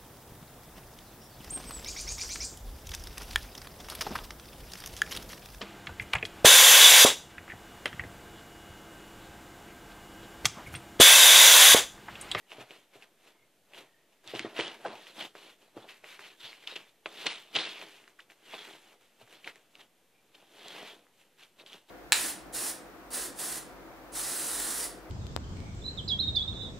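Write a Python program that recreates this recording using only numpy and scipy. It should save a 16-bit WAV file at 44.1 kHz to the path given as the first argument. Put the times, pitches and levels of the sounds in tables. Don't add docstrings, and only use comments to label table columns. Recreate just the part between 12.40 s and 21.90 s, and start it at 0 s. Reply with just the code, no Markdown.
import sys
import numpy as np
from scipy import signal
from scipy.io import wavfile
from scipy.ndimage import uniform_filter1d

SR = 44100
rng = np.random.default_rng(int(sys.argv[2]) if len(sys.argv) > 2 else 0)


def bounce(signal):
    frames = np.transpose(np.atleast_2d(signal))
    limited = np.clip(frames, -1, 1)
    pcm = np.round(limited * 32767).astype(np.int16)
    wavfile.write(sys.argv[1], SR, pcm)


def convert_level_to_amplitude(level_db):
    exponent = np.asarray(level_db, float) / 20
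    return 10 ** exponent


N = 418931

# frequency in Hz, relative density in dB.
ROOM_SPECTRUM = [(12, -5.5), (25, -17), (43, -22), (62, -31.5), (106, -12.5), (224, -8), (394, -6),
                 (749, -10), (1060, -15), (3180, -14.5), (5140, -21), (13800, -21), (15000, -26)]
ROOM_RMS_DB = -69
# frequency in Hz, correlation from 0 to 1.
ROOM_LIKENESS = [(60, 0.99), (180, 0.98), (550, 0.98), (1650, 0.92), (4970, 0.72), (15000, 0.054)]
# start in seconds, end in seconds,
# pitch in Hz, rms before the fades in dB.
TONES = [(0, 0.1, 1900, -74), (0.898, 1.15, 2150, -75), (1.4, 1.717, 1845, -73.5),
         (2.017, 2.082, 1850, -55), (4.29, 4.36, 3810, -53), (7.683, 7.853, 2390, -75)]

# frequency in Hz, relative density in dB.
DESK_SPECTRUM = [(35, -68), (60, -26.5), (121, -14), (280, -7.5), (405, -1), (471, -3), (702, -3.5),
                 (762, -4.5), (1600, -13), (2080, -34), (3520, -120)]
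# frequency in Hz, width in Hz, relative gain in dB.
DESK_MODES = [(225, 11, -4.5), (328.6, 19, 2), (407, 18, -0.5), (614, 130, -7), (928, 29, -8),
              (1880, 36, -9)]
# start in seconds, burst peak in dB.
THUDS = [(0.177, -55), (0.208, -59), (0.55, -68), (1.86, -62), (1.939, -51.5), (2.0, -57), (2.045, -57),
         (3.364, -56), (4.029, -62), (6.813, -61)]
# start in seconds, blow peak in dB, ring in Hz.
TAPS = [(0.117, -39, 875), (0.1809, -40.5, 423), (0.207, -46, 362), (0.304, -45.5, 374), (0.554, -47, 392),
        (1.86, -56, 608), (1.9345, -29, 440), (1.948, -34, 326), (1.999, -38, 295), (2.0452, -27, 376),
        (2.189, -23.5, 426), (2.4, -47.5, 470), (2.455, -35, 490), (2.95, -43, 424), (3.3654, -34.5, 370),
        (3.441, -44.5, 680), (3.637, -44.5, 610), (3.789, -50, 423), (4.322, -42.5, 553), (4.359, -42, 420),
        (4.657, -36, 627), (4.845, -39, 800), (4.862, -34, 550), (5.151, -38, 400), (5.422, -40, 700),
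        (6.135, -34.5, 820), (6.812, -47, 655), (7.068, -41.5, 637)]

# start in seconds, ring burst peak in dB, ring in Hz,
# treble edge share in dB (before a fixed factor).
SNAPS = [(0.1182, -30, 2600, -37), (0.212, -38, 2820, -15), (0.308, -32.5, 2760, -25),
         (0.624, -39.5, 2700, -27), (1.3356, -38, 2550, -28), (1.347, -38, 2880, -32),
         (1.876, -38.5, 3820, -9), (1.9516, -33, 2730, -13), (1.9941, -20.5, 2170, -12.5),
         (2.181, -26, 2600, -30), (2.199, -17, 2480, -38), (2.209, -19, 2880, -37), (2.28, -28, 3150, -21),
         (2.531, -44, 3600, -25), (2.669, -36.5, 2820, -32), (2.811, -29, 3400, -34),
         (2.9525, -37, 1220, -25), (3.489, -36, 2700, -33), (3.643, -32.5, 2250, -36),
         (3.7926, -30.5, 1680, -38), (4.13, -35.5, 2260, -29), (4.659, -19.5, 2470, -52),
         (4.6605, -24.5, 1070, -45), (4.867, -19.5, 2800, -13), (5.153, -18.5, 3000, -23),
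         (5.1625, -15.5, 2750, -40), (5.188, -21, 3180, -35), (5.4148, -30, 2520, -37),
         (5.6405, -46, 2460, -25), (5.678, -40, 1800, -18), (5.901, -40.5, 2090, -27),
         (5.9188, -42, 2170, -25), (6.1414, -28.5, 2620, -32), (6.338, -44, 2800, -27),
         (6.876, -48, 1510, -27), (6.927, -43.5, 2520, -13), (7.0757, -24.5, 1970, -38),
         (7.158, -43, 1950, -16), (7.354, -40, 2760, -22), (7.395, -50, 1500, -28), (8.283, -40, 3300, -4),
         (8.6674, -51.5, 1500, -32), (9.1986, -45, 2650, -37), (9.263, -36, 3230, -19),
         (9.3312, -34, 3400, -19)]
RATTLE_DB = -9
# start in seconds, level in dB (before a fixed
# factor), ring in Hz, nominal length in seconds.
CRUNCHES = [(0.103, -50, 2700, 0.0097), (2.158, -36, 2800, 0.035), (2.444, -30, 670, 0.045),
            (2.446, -34.5, 1400, 0.028), (2.479, -43, 725, 0.095), (2.53, -48, 806, 0.1),
            (4.272, -27, 2980, 0.0078), (4.354, -30.5, 2800, 0.021), (4.864, -26.5, 2800, 0.014),
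            (5.153, -19.5, 3170, 0.024), (5.789, -42, 1660, 0.014), (5.802, -43.5, 2900, 0.0069),
            (7.042, -38.5, 2420, 0.014), (7.4, -47, 2930, 0.024), (7.942, -49, 3000, 0.023)]

# fastest moment in seconds, drive level in dB,
# rise in seconds, fall in seconds, desk weight in dB (before a fixed share).
STROKES = [(0.12, -50.5, 0.041, 0.07, -4.5), (0.216, -49, 0.07, 0.07, 5), (0.319, -51, 0.05, 0.12, -6),
           (0.554, -59.5, 0.045, 0.15, 3), (0.634, -55.5, 0.036, 0.05, 1.5), (0.878, -59, 0.11, 0.11, -2),
           (1.347, -56.5, 0.037, 0.074, 2), (1.383, -49, 0.079, 0.093, 0), (1.731, -69, 0.041, 0.047, -3),
           (1.842, -62.5, 0.0077, 0.077, 9.5), (1.881, -47.5, 0.033, 0.21, -5),
           (1.954, -41, 0.017, 0.19, -8), (2.055, -65, 0.017, 0.12, 9), (2.192, -34.5, 0.048, 0.18, -2.5),
           (2.462, -46.5, 0.027, 0.1, 11.5), (2.81, -38, 0.059, 0.063, -5),
           (2.854, -46.5, 0.093, 0.038, -0.5), (3.223, -64, 0.055, 0.17, 1),
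           (3.372, -63.5, 0.027, 0.087, 10), (3.495, -48.5, 0.025, 0.12, -10),
           (3.72, -51.5, .04, 0.081, -12), (3.86, -51, 0.1, 0.069, -14), (4.006, -50, 0.018, 0.14, -25),
           (4.05, -45.5, 0.06, 0.21, -9.5), (4.26, -61, 0.12, .05, 0), (4.277, -43, 0.012, 0.095, -9.5),
           (4.364, -46.5, 0.021, 0.1, -5), (4.475, -65, 0.066, 0.06, -20), (4.666, -61, 0.016, 0.3, 9.5),
           (4.866, -25, 0.01, 0.034, -12), (4.907, -37.5, .05, 0.14, -11.5), (5.26, -40, 0.12, 0.21, -8.5),
           (5.423, -46, 0.065, 0.04, -1), (5.692, -63, 0.16, 0.082, 0.5), (5.802, -57, .024, 0.059, -5.5),
           (5.907, -57.5, 0.02, 0.059, 0), (6.142, -46.5, 0.12, 0.056, -5), (6.25, -47.5, 0.16, 0.072, -24),
           (6.815, -59, 0.052, 0.071, 0), (6.939, -56, 0.11, 0.18, -1), (7.079, -44.5, 0.04, 0.044, -4.5),
           (7.16, -62, 0.091, 0.12, 3), (7.353, -60, 0.038, 0.077, -7), (7.408, -55.5, 0.064, 0.047, 0.5),
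           (8.275, -50, 0.12, 0.086, -6), (8.39, -47.5, 0.32, 0.18, -1), (8.53, -60.5, .05, 0.14, 4.5),
           (8.81, -63, 0.082, 0.092, -5), (8.995, -55.5, 0.021, 0.1, -6.5),
           (9.034, -53.5, 0.046, 0.054, -13), (9.204, -54, 0.031, 0.047, 2), (9.269, -53, 0.014, 0.1, -5),
           (9.339, -50.5, 0.07, 0.078, -3), (9.495, -54, 0.019, .05, -5)]
# start in seconds, end in seconds, drive level at start in dB,
# drive level at end in dB, desk weight in dB (before a fixed share).
SLIDES = [(2.036, 2.124, -56, -60, 10.5), (2.508, 2.7, -58, -52, -3), (2.956, 3.104, -54.5, -55, -2.5),
          (3.367, 3.48, -59.5, -64.5, 9.5), (3.644, 3.76, -54, -55, -7), (3.796, 3.938, -51.5, -62, -2.5),
          (4.287, 4.35, -50.5, -52.5, -14), (4.662, 4.843, -59, -42, -8.5),
          (5.158, 5.228, -29.5, -36.5, -9.5), (5.435, 5.632, -50.5, -64, -4),
          (6.143, 6.355, -51.5, -55, -2), (6.382, 6.529, -62.5, -61, -1.5), (6.61, 6.753, -64.5, -77, -4),
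          (7.948, 8.1, -61.5, -87.5, 1), (8.15, 8.509, -60, -52, -1)]
SWING_DB = 20
LAND_S, LIFT_S = 0.022, 0.064
DESK_FOLLOWS = 0.81
USUAL_DB = -50
HISS_DB, HISS_FOLLOWS = -61, 0.68
# frequency in Hz, relative density in dB.
SHEET_SPECTRUM = [(500, -41), (900, -4), (1500, -5), (2500, -4), (3500, -1.5), (4200, -3), (5600, -10),
                  (8500, -45)]
# frequency in Hz, relative density in dB.
FIBRE_SPECTRUM = [(3500, -25.5), (5200, -15.5), (6500, -8), (9000, -10), (14500, -14)]
# time in seconds, mean ring in Hz.
FREE_AREA_RING = [(0.0, 1890), (0.08, 2560), (1.32, 2520), (1.38, 2960), (1.561, 1830), (1.88, 3120),
                  (2.04, 2320), (2.27, 2740), (2.46, 1820), (2.62, 3250), (3.86, 2260), (4.05, 3540),
                  (4.15, 2340), (4.31, 3460), (4.42, 2480), (5.25, 3300), (5.79, 1900), (5.84, 2220),
                  (6.98, 2750), (7.06, 2380), (8.25, 3370), (8.4, 2580), (8.63, 3040), (8.679, 1662),
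                  (8.73, 2800), (9.5, 3160)]
# mean frequency in Hz, width in Hz, mean gain in dB.
SHEET_MODES = [(1980, 165, -9.5), (2400, 340, -5), (2800, 187, -4), (3300, 225, -4.5), (4050, 213, -7.5)]

# frequency in Hz, level relative to the direct sound in dB.
SCATTER_SPECTRUM = [(100, -63), (500, -14), (1500, -18.5), (3000, -11.5), (6000, -0.5), (12000, -2)]
LAG_S = 19e-6
DULL_HZ, DULL_OVER_DB, DULL_DB_PER_DB = 10240, -39.5, 3.5
EDGE_HZ = 14550
OFFSET = -0.0002


def evened(x):
    return x / np.sqrt(np.mean(x ** 2) + 1e-20)


def read(points, hz):
    f, value = np.transpose(points)
    return np.interp(np.log(hz + 1), np.log(f + 1), value)


def add(mix, start_s, sound):
    part = mix[max(round(start_s * SR), 0):][:len(sound)]
    part += sound[:len(part)]


def coloured(x, points):
    level_db = np.maximum(read(points, abs(np.fft.fftfreq(8192, 1 / SR))), -70)
    response = np.exp(np.conj(signal.hilbert(np.log(convert_level_to_amplitude(level_db)))))
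    taps = np.fft.ifft(response).real[:4096]
    rows = signal.oaconvolve(np.atleast_2d(x), taps[None] / np.linalg.norm(taps), axes=1)
    return rows[:, :x.shape[-1]].reshape(x.shape)


def resonate(x, hz, width_hz):
    turn = np.exp(2j * np.pi * np.cumsum(hz * np.ones(len(x))) / SR)
    r = np.exp(-np.pi * width_hz / SR)
    return 2 * (turn * signal.lfilter([1 - r], [1, -r], x / turn)).real


def wander(seconds):
    size = int(seconds * SR)
    return evened(uniform_filter1d(uniform_filter1d(rng.standard_normal(N), size), size))


def burst(t, hz, seconds):
    ring = np.sin(2 * np.pi * hz * t) * (t / seconds) ** 2 * np.exp(-t / seconds)
    return ring / abs(ring).max()


def room_noise():
    frames, hz = N // 1024 + 5, np.fft.rfftfreq(4096, 1 / SR)
    a, b, c, d, patches = rng.standard_normal((frames, 2049, 5)).T
    patches = evened(uniform_filter1d(uniform_filter1d(patches, 48, 0), 4, 1))
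    same = np.clip(read(ROOM_LIKENESS, hz), -1, 1)[:, None]
    left = a + 1j * b
    right = same * left + np.sqrt(1 - same ** 2) * (c + 1j * d)
    z = np.array([left, right]) * convert_level_to_amplitude(read(ROOM_SPECTRUM, hz)[:, None] + 0.57 * patches)
    noise = signal.istft(z, nperseg=4096, noverlap=3072)[1][:, :N]
    return convert_level_to_amplitude(ROOM_RMS_DB) * evened(noise)


def tones():
    out, noise = np.zeros(N), rng.standard_normal(N)
    flicker = convert_level_to_amplitude(2.5 * wander(0.02))
    for start_s, end_s, hz, db in TONES:
        first, size = round(start_s * SR), round((end_s - start_s) * SR)
        tone = resonate(noise[first:][:size], hz, 50.) * flicker[first:][:size]
        add(out, start_s, convert_level_to_amplitude(db) * evened(tone) * signal.windows.hann(size))
    return out


def desk_ring(x):
    return sum(convert_level_to_amplitude(db) * resonate(x, hz, width_hz) for hz, width_hz, db in DESK_MODES)


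def thuds():
    out, t = np.zeros(N), np.arange(6000) / SR
    for start_s, db in THUDS:
        add(out, start_s, convert_level_to_amplitude(db) * burst(t, 120.0, 0.0076))
    return out + 0.5 * desk_ring(out)


def taps():
    out, t = np.zeros(N), np.arange(6000) / SR
    noise = rng.standard_normal((len(TAPS), len(t)))
    rumbles = coloured(noise * np.minimum(t / 0.0059, 1) * convert_level_to_amplitude(-60 * t / 0.092), DESK_SPECTRUM)
    for (start_s, db, hz), rumble in zip(TAPS, rumbles):
        blow = burst(t, hz, 0.38 / hz)
        rumble = 0.31 * rumble + 0.25 * resonate(rumble, hz, 300.0)
        add(out, start_s + 0.001304, convert_level_to_amplitude(db) * (blow + rumble))
    return out + 0.5 * desk_ring(out)


def snaps():
    out, t = np.zeros(N), np.arange(3000) / SR
    treble = signal.butter(2, [2600., 8000.], "band", fs=SR)
    noise = rng.standard_normal((len(SNAPS), 2, len(t)))
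    edges = signal.lfilter(*treble, noise[:, 0] * np.exp(-t / 0.00062))
    for (start_s, db, hz, treble_db), edge, slip in zip(SNAPS, edges, noise[:, 1]):
        rattle = resonate(resonate(slip * convert_level_to_amplitude(-60 * t / 0.0604), hz, 1660.0), hz, 1660.0)
        snap = burst(t, hz, 0.00019) + 5.4 * convert_level_to_amplitude(treble_db) * edge + convert_level_to_amplitude(RATTLE_DB) * rattle
        add(out, start_s, convert_level_to_amplitude(db) * snap)
    return out


def crunches():
    out, t = np.zeros(N), np.arange(8000) / SR
    noise = rng.standard_normal((len(CRUNCHES), 2, len(t)))
    for (start_s, db, hz, length_s), (a, b) in zip(CRUNCHES, noise):
        swell = np.minimum(t / (0.197 * length_s), 1) ** 2
        shape = swell * convert_level_to_amplitude(-14 * np.maximum(t / length_s - 0.6, 0) / 0.22)
        grain = a * convert_level_to_amplitude(2.0 * evened(uniform_filter1d(b, size=40)))
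        ring = resonate(resonate(grain, hz, 0.49 * hz), hz, 0.49 * hz)
        add(out, start_s, convert_level_to_amplitude(db) * 0.49 * np.sqrt(np.mean(shape ** 2)) * evened(shape * ring))
    return out


def strokes(follows, weight):
    t = np.arange(0, N + 64, 64) / SR
    fastest_s, db, rise_s, fall_s, desk_db = np.transpose(STROKES)[:, :, None]
    drop_db = SWING_DB * np.maximum((fastest_s - t) / rise_s, (t - fastest_s) / fall_s)
    power = (convert_level_to_amplitude(db + weight * desk_db - follows * drop_db) ** 2).sum(0)
    start_s, end_s, first_db, last_db, desk_db = np.transpose(SLIDES)[:, :, None]
    db = first_db + (last_db - first_db) * np.clip((t - start_s) / (end_s - start_s), 0, 1)
    outside = np.maximum((start_s - t) / LAND_S, (t - end_s) / LIFT_S)
    drop_db = SWING_DB * np.maximum(outside, 0)
    power += (convert_level_to_amplitude(db + weight * desk_db - follows * drop_db) ** 2).sum(0)
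    return np.interp(np.arange(N) / SR, t, 10 * np.log10(power + 1e-14))


def slips(per_s, spread_db, clump_db, smooth):
    size = convert_level_to_amplitude(spread_db * np.minimum(rng.exponential(1, N), 4))
    clicks = size * rng.choice([-1., 1.], N) * (rng.random(N) < per_s / SR)
    drive = smooth * rng.standard_normal(N) + evened(clicks)
    return evened(drive * convert_level_to_amplitude(clump_db * wander(0.004) + clump_db * wander(0.029)))


def sheet_ring(x):
    return sum(convert_level_to_amplitude(db + 6.7 * wander(0.039)) * resonate(x, hz * np.exp(0.066 * wander(0.039)), width_hz)
               for hz, width_hz, db in SHEET_MODES)


def rubbing():
    sheet_db, desk_db = strokes(1, 0), strokes(DESK_FOLLOWS, 0.9)
    hiss_db = HISS_DB + HISS_FOLLOWS * (sheet_db - USUAL_DB) + 1.16 * wander(0.034)
    drive = slips(per_s=1500, spread_db=1.5, clump_db=0.72, smooth=1.0)
    lumps = slips(per_s=310, spread_db=4.0, clump_db=3.0, smooth=0.98) * convert_level_to_amplitude(desk_db)
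    plain = coloured(drive * convert_level_to_amplitude(sheet_db), SHEET_SPECTRUM)
    ring_hz = np.interp(np.arange(N) / SR, *np.transpose(FREE_AREA_RING)) * np.exp(0.058 * wander(0.013))
    free_ring = resonate(resonate(plain, ring_hz, 2305.0), ring_hz, 1890.0)
    sheet = 0.51 * plain + 0.44 * free_ring + 0.49 * sheet_ring(plain)
    desk = coloured(0.45 * drive * convert_level_to_amplitude(desk_db) + 0.34 * lumps, DESK_SPECTRUM) + 2.8 * desk_ring(lumps)
    hiss = coloured(drive * convert_level_to_amplitude(hiss_db), FIBRE_SPECTRUM)
    return sheet + desk + hiss


def ports(x):
    hz, t, z = signal.stft(x, SR, nperseg=128, noverlap=96)
    a, b = rng.standard_normal((len(t), len(hz), 2, 2)).T
    scatter = convert_level_to_amplitude(read(SCATTER_SPECTRUM, hz))[:, None]
    direct = np.array([np.exp(-2j * np.pi * hz * LAG_S), np.ones(len(hz))])[:, :, None]
    z = z * (direct + scatter * (a + 1j * b)) / np.sqrt(1 + scatter ** 2)
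    return signal.istft(z, SR, nperseg=128, noverlap=96)[1][:, :N]


def scene():
    near = tones() + thuds() + taps() + snaps() + crunches() + rubbing()
    near = signal.sosfilt(signal.butter(4, 95., "high", fs=SR, output="sos"), near)
    return room_noise() + ports(near)


def dulled(x):
    power = abs(uniform_filter1d((x ** 2).mean(0), size=800, origin=300))
    level_db = 10 * np.log10(power + 1e-12)
    fall_db = np.arange(N) * 96.0 / SR
    level_db = np.maximum.accumulate(level_db + fall_db) - fall_db
    cut = signal.firwin(255, DULL_HZ, pass_zero=False, fs=SR)
    top = signal.oaconvolve(x, cut[None], "same")
    return x - top * (1 - convert_level_to_amplitude(-DULL_DB_PER_DB * np.maximum(level_db - DULL_OVER_DB, 0)))


def band_limit(x):
    return signal.sosfilt(signal.butter(12, 15680, fs=SR, output="sos"), x)


def record(dry):
    edge = signal.firwin(1023, EDGE_HZ, window=("kaiser", 9), fs=SR)
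    mix = signal.oaconvolve(dulled(dry), edge[None], "same") + OFFSET
    return band_limit(mix)


dry = scene()
out = record(dry)
bounce(out)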